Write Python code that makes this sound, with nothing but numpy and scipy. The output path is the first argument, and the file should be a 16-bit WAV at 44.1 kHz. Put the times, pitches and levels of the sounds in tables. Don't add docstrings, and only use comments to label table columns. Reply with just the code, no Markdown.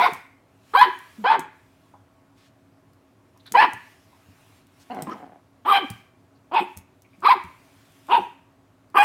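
import sys
import numpy as np
from scipy import signal
from scipy.fft import rfft, irfft, next_fast_len
from scipy.io import wavfile
from scipy.ndimage import uniform_filter1d

SR = 44100
rng = np.random.default_rng(int(sys.argv[2]) if len(sys.argv) > 2 else 0)


def wav_record(signal):
    frames = np.transpose(np.atleast_2d(signal))
    bounded = np.clip(frames, -1, 1)
    quanta = np.round(bounded * 32767).astype(np.int16)
    wavfile.write(sys.argv[1], SR, quanta)


def gain_from_db(level_db):
    decades = np.asarray(level_db, float) / 20
    return 10 ** decades


N = 398663

# (frequency [Hz], level [dB per Hz])
FLOOR = [(25, -32.5), (70, -19.5), (107, -9), (220, -15.5), (324, -18.5), (1100, -23), (3300, -38),
         (15800, -48.5)]
# (frequency [Hz], width [Hz], level [dB])
HUM = [(103, 27, -65.5), (278.6, 14, -71), (268, 70, -68), (369.7, 33, -72.5), (643.3, 56, -71.5),
       (850, 10, -84), (1107, 9.1, -77.5)]
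# (frequency [Hz], level [dB], drift [Hz])
MOTOR = (273.6, -68, 1.5)
# (start [s], length [s], level [dB])
HISS_BOUTS = [(0, 0.16, -59), (.75, 0.14, -62.5), (0.949, 0.37, -64.5), (1.552, 0.34, -75.5), (3.55, 0.37, -66),
              (3.999, 0.31, -71.5), (4.38, .2, -68), (4.796, 0.39, -68.5), (5.86, .11, -65), (6.68, .05, -70),
              (7.252, 0.74, -68.5), (8.099, 0.13, -63.5)]
# (frequency [Hz], level [dB per Hz])
HISS_COLOUR = [(410, -24), (700, -4), (1950, -6), (2280, -3.5), (4350, -11.5), (5790, -13), (12500, -16.5),
               (15500, -20)]

# (frequency [Hz], time to fade by 60 dB [s], level [dB])
ROOM = [(200, .2, -6), (450, 0.45, -4.5), (1000, 0.41, -5.5), (1974, 0.55, 1), (3970, 0.39, 0),
        (9030, 0.18, 1.5)]
# (delay [s], level [dB])
ECHOES = [(.004, -14.5), (.011, -12.5)]
# (delay [s], level [dB])
FAR_WALL = [(.052, -23.5), (.088, -22)]
# (time [s], level sent into the room [dB])
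FACING = [(-.1, 0.1), (.6, 0.1), (1.1, 0.1), (3.4, -1.5), (4.8, -1.1), (5.5, 0.1), (6.4, -1.5), (7.1, -1.5),
          (8.0, 0.1), (8.8, 0.1)]
# (lowest [Hz], highest [Hz])
MIC_HZ = (45, 16000)

# (time [s], peak [dB], pitch [Hz])
KNOCKS = [
    (1.859, -60, 964),
    (1.938, -44, 882),
    (3.359, -56, 987),
    (4.129, -52, 950),
    (6.719, -64, 888),
]
# (time [s], peak [dB], pitch [Hz])
THUMPS = [(0.12, -36.5, 145), (1.386, -36, 156), (3.514, -38, 210), (3.732, -39, 120), (4.283, -46, 98.4),
          (5.019, -31, 147), (5.074, -29, 220), (5.902, -30.5, 112), (6.6, -33, 200), (6.765, -36.5, 87.5),
          (7.177, -47, 190), (7.44, -37.5, 84.5), (8.19, -36, 200)]
# (time [s], peak [dB], pitch [Hz], scrape length [s])
TICKS = [(0.1342, -27, 11200, 0.01), (0.7935, -24, 4100, 0.01), (0.9892, -39.5, 10830, 0.0058),
         (1.3941, -24, 9250, 0.01), (2.9336, -54.5, 5300, 0.0082), (3.375, -47.5, 5970, 0.013),
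         (3.4648, -42.5, 4140, 0.014), (3.5213, -16.5, 6600, 0.0075), (3.7339, -30.5, 8520, 0.0086),
         (4.6691, -50, 3975, 0.01), (4.947, -40.5, 5170, 0.01), (5.0225, -21.5, 8700, 0.0091),
         (5.0963, -44, 5600, 0.01), (5.902, -25.5, 8470, 0.01), (6.768, -40, 6000, .005),
         (6.773, -26, 9800, 0.012), (6.788, -44, 9000, .01), (7.0204, -42.5, 6300, 0.01),
         (7.205, -49, 8540, 0.02), (7.449, -47.5, 8000, 0.008), (7.438, -39.5, 4080, 0.013),
         (7.9214, -47, 4190, 0.012), (8.0693, -43.5, 3000, 0.013), (8.332, -60, 4510, 0.01),
         (8.9008, -52, 4730, 0.013)]
# (start [s], length [s], level [dB], frequency [Hz], width [Hz])
SCUFFS = [
    (2.348, 0.16, -63.5, 2456, 6000),
    (3.395, 0.02, -61.5, 3870, 900),
    (3.454, 0.038, -49.5, 3860, 1000),
    (3.455, 0.037, -55, 1600, 700),
    (4.791, 0.052, -60, 4500, 7000),
    (6.349, 0.037, -74.5, 4300, 900),
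    (7.042, 0.027, -63, 2400, 500),
    (7.126, 0.038, -62, 2290, 500),
    (4.902, 0.026, -50, 2800, 300),
    (5.10, 0.045, -58.5, 5450, 1500),
]
# (start [s], length [s], level [dB], frequency [Hz], width [Hz])
PUFFS = [
    (6.575, .075, -60, 8300, 1400),
    (6.58, .08, -63, 11000, 1800),
    (6.55, .075, -62, 13500, 1200),
    (6.538, .014, -58, 7600, 3000),
    (4.902, .03, -60, 4300, 500),
    (5.088, .05, -56, 3050, 450),
    (7.275, .05, -49, 4600, 700),
]

# (time [s], level [dB], mouth resonance [Hz], pulse rate [per s], unevenness [share])
GROWL = [
    (4.897, -33, 760, 240, .07),
    (4.945, -35.5, 790, 210, .22),
    (4.990, -33.5, 750, 200, .35),
    (5.066, -48, 800, 170, .4),
    (5.070, -35, 1200, 240, .3),
    (5.105, -33, 1230, 240, .3),
    (5.140, -35, 1210, 230, .25),
    (5.150, -45, 800, 160, .4),
    (5.400, -64, 732, 100, .4),
]
# (frequency [Hz], width [Hz], level [dB])
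GROWL_THROAT = [(290, 260, 1.1), (950, 400, -7), (1550, 500, -9.5), (2050, 450, -13), (2950, 350, -15),
                (4200, 600, -24)]
# (time [s], peak [dB])
CREAKS = [(5.158, -33), (5.201, -37), (5.208, -37), (5.227, -33), (5.234, -36), (5.241, -36), (5.263, -37),
          (5.275, -41), (5.294, -39), (5.32, -38), (5.331, -39), (5.358, -41)]

# (time [s], first, second, third, fourth resonance [Hz])
SHAPE = [(-.1, 980, 1500, 2250, 3500), (.6, 1050, 1600, 2350, 3110), (1.1, 910, 1440, 2320, 3150),
         (3.4, 955, 1800, 2410, 2960), (5.5, 1016, 1790, 2320, 3163), (6.4, 895, 1450, 2530, 3300),
         (7.1, 1113, 1500, 2305, 3330), (8.0, 954, 1540, 2680, 3500), (8.8, 1013, 1700, 2550, 3110)]
# (time [s], fifth [Hz], sixth [Hz], sixth level [dB])
TEETH = [(-.1, 4400, 5400, -30), (.6, 4000, 4850, -25), (1.1, 4050, 4800, -29), (3.4, 4150, 4900, -28),
         (5.5, 3900, 5200, -28), (6.4, 3900, 4900, -30), (7.1, 4000, 5100, -28), (8.0, 3900, 4500, -30),
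         (8.8, 4150, 5000, -30)]
# (width [Hz], ...)
WIDTHS = [420, 750, 620, 460, 750, 900]
# (level [dB], ...)
UPPER_DB = (-10, -10, -13, -21)
TONGUE_SHARE = (1.3, -.7)
# (frequency [Hz], width [Hz], level [dB])
WINDPIPE = (376, 354, -13)
# (frequency [Hz], width [Hz], level [dB])
AIR = [(8964, 1200, 4), (11130, 2500, 2), (13500, 3000, 3)]
# (time [s], tongue [dB], muzzle [dB], lips [dB], air hiss [dB])
POSTURE = [(-.1, -2.1, -2.5, -1.1, -33), (.6, 5, 2.5, 7, -34), (1.1, 4.5, -.6, -1.1, -48),
           (3.4, 1.5, -.6, -2.5, -40), (5.5, -.6, 7.5, 4.5, -30.5), (6.4, -3.5, 0.1, -1.1, -45),
           (7.1, -4, -5, 5, -37), (8.0, -4, -.6, 0.6, -39), (8.8, -.3, -2.5, -9, -29.5)]
# (time [s], pitch unsteadiness [factor], rasp [dB])
HOARSENESS = [(-.1, 2.6, -8), (.6, 1.4, -12.5), (1.1, 1.8, -3), (3.4, 1.5, -6.5), (5.5, 1.6, -8.5),
              (6.4, 2.2, -10.5), (7.1, 1.9, -10), (8.0, 1.5, -12), (8.8, 1.597, -10.5)]

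# (start [s], length [s], first pitch [Hz], last pitch [Hz], level [dB])
OPENING = [(.733, .034, 380, 540, -20), (1.238, .03, 435, 520, -19.5), (3.537, .035, 426.6, 525, -18.5),
           (5.646, .052, 260, 410, -27), (5.692, .035, 410, 370, -25), (6.510, .052, 265, 400, -26.5),
           (7.219, .038, 259.6, 430.5, -27.5), (8.080, .048, 250, 430, -26), (8.941, .026, 280, 420, -23)]
CLEAR = [(.012, .048, 700, 735, -22.5), (.762, .062, 770, 860, -14.5), (1.260, .052, 775, 860, -17.5),
         (3.566, .045, 795, 900, -9.5), (5.714, .074, 800, 785, -16.5), (7.280, .020, 790, 830, -19),
         (8.980, .044, 812, 824, -12.5)]
# a loud, nearly pure yelp; the rows at 5.655 and 7.241 s are
YELP = [(-.02, .045, 1010, 940, -19), (.038, .018, 880, 800, -19), (.056, 0.013, 1080, 1070, -14.5),
        (.808, .027, 1000, 1010, -7), (7.302, .025, 1055, 1020, -9.5), (7.320, .024, 980, 780, -15.5),
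        (7.284, .027, 800, 1060, -12.5), (6.554, .048, 890, 825, -16), (8.116, .027, 850, 953, -14.5),
        (8.140, .02, 963, 930, -13.5), (8.161, .034, 950, 690, -18), (1.297, .027, 860, 905, -10),
        (3.550, .02, 970, 880, -14.5), (5.655, .043, 760, 1230, -20.5), (5.692, .043, 1250, 1100, -13),
        (6.543, 0.014, 990, 940, -20), (8.109, .013, 1000, 1022, -19), (7.241, .039, 780, 1230, -14),
        (8.963, .019, 1180, 1220, -12.5), (9.018, .034, 830, 885, -10.5), (.748, .018, 980, 1120, -10.5)]
HOARSE = [(-.060, .130, 978, 883.9, -18.5), (.010, .095, 819.6, 750, -23), (.800, .075, 1000, 894.6, -18.5),
          (1.305, .075, 898.6, 850, -19), (3.545, .035, 980, 900, -17), (3.590, .085, 980, 900, -13.5),
          (5.690, .070, 1103, 1000, -26), (5.730, .085, 830, 760, -26), (6.535, .090, 974, 891.7, -24),
          (7.245, .055, 1100, 1099, -20.5), (7.295, .055, 1000, 950.6, -20),
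          (8.100, .095, 884.8, 950.4, -20), (8.960, .050, 1094, 1054, -13.5), (9.015, .05, 880, 900, -22)]
RASP = [(-.03, .15, 720, 700, -23), (.795, .075, 850, 800, -21), (1.29, .08, 880, 800, -23),
        (3.585, .09, 900, 880, -18), (5.645, .05, 620, 640, -39), (5.71, .10, 800, 790, -24.5),
        (6.53, .11, 850, 830, -26), (7.24, .05, 800, 810, -24), (7.285, .065, 760, 750, -22),
        (8.095, .10, 900, 860, -24.5), (8.96, .04, 850, 860, -21.5), (9.01, .05, 700, 720, -23)]
CLOSING = [(.070, 0.031, 500, 323.5, -32.5), (.855, 0.045, 382.4, 360, -31), (1.350, .052, 420, 329, -32),
           (3.648, .045, 420, 250, -36), (5.790, 0.07, 400, 220, -33.5), (6.603, .035, 380, 335, -29),
           (7.345, 0.039, 404, 358, -34.5), (8.174, 0.034, 401, 338, -29.5)]
MOAN = [(1.178, .066, 225, 185, -37)]
WHISTLES = [(5.726, .034, 3150, 3200, -23), (.824, .03, 3080, 3020, -30), (8.99, .032, 2450, 2470, -26),
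            (5.762, .04, 3150, 3050, -33), (5.72, .02, 3600, 3550, -36), (7.258, .014, 4100, 4200, -36),
            (7.274, .024, 4000, 3950, -31), (7.308, .02, 3680, 3550, -33), (6.545, .05, 2450, 2560, -33),
            (6.60, .028, 2480, 2520, -37), (8.11, .03, 2700, 2780, -33), (3.60, .04, 1950, 2050, -29),
            (3.61, .04, 2900, 2900, -33)]
# (notes, roughness [0-1], pitch jitter [share], harmonic slope [power], brightness [dB],
# brightness per effort [dB per dB], jaw damping [dB], swell [dB per octave of glide], lateness of a rise [power])
REGISTERS = [
    (OPENING, 0.24, .014, .06, -3, .9, -1.1, 26, 1.1),
    (CLEAR, .09, .010, 0.35, 1.5, -.5, -1, 36, 1.9),
    (YELP, .17, .012, 1.2, -5.5, .9, -1, 24, 1.2),
    (HOARSE, 0.69, .04, 0.6, 2.2, .9, -1, 20, 1.2),
    (RASP, .85, .05, .2, 18, .3, -1, 0.1, 1.2),
    (CLOSING, 0.27, .03, 1.3, -1.1, .9, -17, -4.5, 1.2),
    (MOAN, .03, .004, 3.5, -6, .9, -32, 0.1, 1.2),
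]


def evened(x):
    return x / np.sqrt(np.mean(x ** 2) + 1e-20)


def read(points, hz):
    f, value = np.transpose(points)
    return np.interp(np.log(hz + 1), np.log(f + 1), value)


def add(mix, s, sound):
    at = round(s * SR)
    sound = sound[max(-at, 0):]
    part = mix[max(at, 0):][:len(sound)]
    part += sound[:len(part)]


def resonate(x, hz, width, order=2):
    turn = np.exp(2j * np.pi * np.cumsum(hz * np.ones(len(x))) / SR)
    r = np.exp(-np.pi * width / SR)
    z = x / turn
    for _ in range(order):
        z = signal.lfilter([1 - r], [1, -r], z)
    return 2 * (turn * z).real


def wander(size, seconds):
    span = max(round(seconds * SR), 1)
    return evened(uniform_filter1d(uniform_filter1d(rng.standard_normal(size), span), span))


def coloured(spectrum, patchy_db):
    a, b, patches = rng.standard_normal((N // 256 + 5, 513, 3)).T
    patches = evened(uniform_filter1d(uniform_filter1d(patches, 10, 0), 12, 1))
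    colour_db = read(spectrum, np.fft.rfftfreq(1024, 1 / SR))[:, None] + patchy_db * patches
    noise = signal.istft((a + 1j * b) * gain_from_db(colour_db), nperseg=1024, noverlap=768)[1]
    return evened(noise[:N])


def no_bass(x, hz):
    return signal.sosfilt(signal.butter(2, hz, "highpass", fs=SR, output="sos"), x)


def appliance():
    size = next_fast_len(N)
    bins = np.fft.rfftfreq(size, 1 / SR)
    power = sum(gain_from_db(db) ** 2 / w / (1 + (2 * (bins - f) / w) ** 2) ** 2 for f, w, db in HUM)
    power = power * 2 * SR / np.pi
    hum = irfft(rfft(rng.standard_normal(size)) * np.sqrt(power), size)[:N]
    hz, db, drift = MOTOR
    level = gain_from_db(db + 1.5 * wander(N, .08)) * np.sqrt(2)
    line = level * np.sin(2 * np.pi * np.cumsum(hz + drift * wander(N, .1)) / SR)
    return hum + line


def swelling_hiss():
    still_db, stir_db_per_s, settle_db_per_s = -83, 89.5, 131.5
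    t = np.arange(0, N + 256, 256) / SR
    s, length, db = np.transpose(HISS_BOUTS)[:, :, None]
    before, after = np.maximum(s - t, 0), np.maximum(t - s - length, 0)
    bouts_db = db - stir_db_per_s * before - settle_db_per_s * after
    gain = np.sqrt(gain_from_db(still_db) ** 2 + (gain_from_db(bouts_db) ** 2).sum(0))
    return np.interp(np.arange(N) / SR, t, gain) * gain_from_db(6.5) * coloured(HISS_COLOUR, 2.0)


def background():
    return gain_from_db(-62) * coloured(FLOOR, 1.2) + appliance() + swelling_hiss()


def room_tails():
    taps = np.zeros((3, SR))
    at = np.arange(300, SR - 20, 20)
    shape = (len(taps), len(at))
    places = at + rng.integers(0, 20, shape)
    np.put_along_axis(taps, places, rng.choice([-1., 1.], shape), axis=1)
    hz, t, z = signal.stft(taps, SR, nperseg=256)
    t60, colour_db = (read(np.array(ROOM)[:, [0, k]], hz)[:, None] for k in (1, 2))
    tails = signal.istft(z * gain_from_db(colour_db - 60 * t / t60), SR, nperseg=256)[1]
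    return tails * gain_from_db(-12.5) / np.linalg.norm(tails, axis=1, keepdims=True)


def room(x):
    sway_per_s = 9.3
    tails = room_tails()
    early = np.zeros(SR // 4)
    for s, db in ECHOES:
        add(early, s, gain_from_db([db]))
    for s, db in FAR_WALL:
        add(early, s, gain_from_db(db) * signal.firwin(41, 1800, fs=SR))
    s, db = np.transpose(FACING)
    clock = np.arange(N) / SR
    sent = x * gain_from_db(db[np.searchsorted(s, clock) - 1])
    thirds = np.arange(3)[:, None] / 3
    sway = np.sqrt(2 / 3) * np.cos(2 * np.pi * (sway_per_s * clock + thirds))
    echoes = signal.fftconvolve(sent, early)[:N]
    ringing = signal.fftconvolve(sent * sway, tails, axes=1)[:, :N].sum(0)
    return x + echoes + ringing


def paws():
    out, t = np.zeros(N), np.arange(6000) / SR
    for s, db, hz in THUMPS:
        push = np.sin(2 * np.pi * hz * t)
        push = push + .5 * evened(resonate(rng.standard_normal(len(t)), 1.6 * hz, 160))
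        add(out, s, gain_from_db(db - 60 * t / 0.16) * push * np.minimum(t / 0.0046, 1))
    for s, db, hz, length in TICKS:
        grit = rng.standard_normal(len(t))
        grit = evened(resonate(grit, 9500, 12000)) + 0.31 * evened(resonate(grit, hz, 2600))
        click, scrape = np.exp(-t / 0.0013), np.exp(-t / max(length, 1e-3))
        add(out, s, gain_from_db(db - 7.0) * grit * (click + 0.14 * scrape))
    for s, length, db, hz, width in SCUFFS + PUFFS:
        rub = evened(resonate(rng.standard_normal(max(round(length * SR), 200)), hz, width))
        add(out, s, gain_from_db(db) * rub * signal.windows.tukey(len(rub), .5))
    for s, db, hz in KNOCKS:
        ring = evened(resonate(rng.standard_normal(len(t)), hz, 300))
        add(out, s, gain_from_db(db - 2.5 - 60 * t / 0.12) * ring)
    return out


def growl_throat(drive, mouth_hz):
    size = len(drive)
    voice = gain_from_db(2.5) * resonate(drive, mouth_hz * (1 + .05 * wander(size, .012)), 260)
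    for f, w, db in GROWL_THROAT:
        voice += gain_from_db(db) * resonate(drive, f * (1 + .09 * wander(size, .02)), w)
    return no_bass(voice, 150)


def growl():
    s, *columns = np.transpose(GROWL)
    t = np.arange(s[0], s[-1], 1 / SR)
    level_db, mouth_hz, rate, uneven = (np.interp(t, s, c) for c in columns)
    turns = np.cumsum(rate * np.exp(uneven * wander(len(t), 0.0054))) / SR
    pulses = np.diff(np.floor(turns), prepend=0) * gain_from_db(2.1 * rng.standard_normal(len(t)))
    puffs = (0.2 + np.exp(-(turns % 1) / 0.3)) * rng.standard_normal(len(t))
    creaks = np.zeros(len(t))
    for at, db in CREAKS:
        add(creaks, at - s[0], gain_from_db(db) * (1.45 + .6 * rng.standard_normal(24)) * np.hanning(24))
    drive = evened(uniform_filter1d(pulses, size=12)) + 4.5 * uneven * evened(puffs)
    voice = growl_throat(drive, mouth_hz)
    steady = voice / np.sqrt(uniform_filter1d(voice ** 2, 1500) + 1e-12)
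    rumble = gain_from_db(level_db) * steady * signal.windows.tukey(len(t), .008)
    return s[0], rumble + gain_from_db(9.5) * growl_throat(creaks, mouth_hz)


def note(row, rough, jitter, tilt, bright_db, per_effort, shut_db, swell_db, late):
    s, length, first_hz, last_hz, mid_db = row
    u = np.linspace(0, 1, max(round(length * SR), 200))
    size, head_voice = len(u), first_hz > 600
    now = [[p for p in table if p[0] <= s][-1] for table in (SHAPE, POSTURE, HOARSENESS, TEETH)]
    (_, *throat_hz), (_, tongue_db, muzzle_db, lips_db, air_db), (_, unsteady, rasp_db), (_, *teeth_hz, sixth_db) = now

    arch = np.sin(np.pi * u / 2) ** late if last_hz > first_hz else 1 - np.cos(np.pi * u / 2)
    hz = first_hz + (last_hz - first_hz) * arch
    level_db = mid_db + swell_db * np.log2(last_hz / first_hz) * (u - .5)
    turns = np.cumsum(hz * (1 + jitter * unsteady * wander(size, .0015))) / SR
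    folds = sum(np.cos(2 * np.pi * k * turns) * k ** -tilt * (k * hz < 5500) for k in range(1, 16))
    puffs = (0.67 + np.exp(-(turns % 1) / 0.44)) * rng.standard_normal(size)
    shimmer = 1 + min(.12 + 1.4 * rough, .7) * np.tanh(wander(size, .0028))
    drive = (1 - rough) * evened(folds) * shimmer + (rough + gain_from_db(rasp_db)) * evened(puffs)

    if rough < 1 / 2 and head_voice:
        throat_hz[0] = throat_hz[0] + 0.57 * (hz - throat_hz[0])
    effort_db = bright_db + per_effort * (level_db - level_db.max())
    effort_db = effort_db - 14 * rough * u
    shifts_db = [*np.multiply(TONGUE_SHARE, tongue_db), muzzle_db, lips_db - 3 * rough]
    upper_db = [db + shift + effort_db for db, shift in zip(UPPER_DB, shifts_db)]
    lift_db = [0, *upper_db, sixth_db + effort_db - 4 * rough]
    mouth = np.zeros(size)
    for k, f in enumerate([*throat_hz, *teeth_hz]):
        ring = resonate(drive, f * (1 + .03 * wander(size, .015)), WIDTHS[k])
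        mouth += (-1) ** k * gain_from_db(lift_db[k]) * ring
    pipe_hz, pipe_width, pipe_db = WINDPIPE
    chest = gain_from_db(pipe_db - 6 * head_voice) * resonate(drive, np.minimum(hz, pipe_hz), pipe_width)
    air = np.zeros(size)
    for f, w, db in AIR:
        gust = gain_from_db(db + 4.5 * wander(size, 0.006))
        air += gust * resonate(puffs, f * (1 + .05 * wander(size, .012)), w)
    sound = evened(gain_from_db(shut_db) * mouth - chest) + gain_from_db(air_db + 0.26 * shut_db) * evened(air)
    fade = signal.windows.tukey(size, min(.25 + 0.9 * rough, 1))
    return s, gain_from_db(level_db) * sound * fade


def whistle(length, first_hz, last_hz, db):
    size = max(round(length * SR), 200)
    hz = np.linspace(first_hz, last_hz, size) * (1 + .007 * wander(size, .002))
    swell = gain_from_db(db + 2.5 * wander(size, .003)) * signal.windows.tukey(size, .6)
    return swell * np.sin(2 * np.pi * np.cumsum(hz) / SR)


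def yaps():
    out = np.zeros(N)
    for rows, *manner in REGISTERS:
        for row in rows:
            add(out, *note(row, *manner))
    for s, *tone in WHISTLES:
        add(out, s, whistle(*tone))
    return no_bass(out, 170)


def scene():
    dog = yaps() + paws()
    add(dog, *growl())
    return (room(dog) + background())[None]


def low_pass(x):
    return signal.sosfilt(signal.butter(12, 16510, fs=SR, output="sos"), x)


def record(dry):
    limited = 1.308 * np.tanh(dry / 1.33)
    band = signal.butter(4, MIC_HZ, "bandpass", fs=SR, output="sos")
    heard = signal.sosfilt(band, limited)
    return low_pass(heard)


dry = scene()
out = record(dry)
wav_record(out)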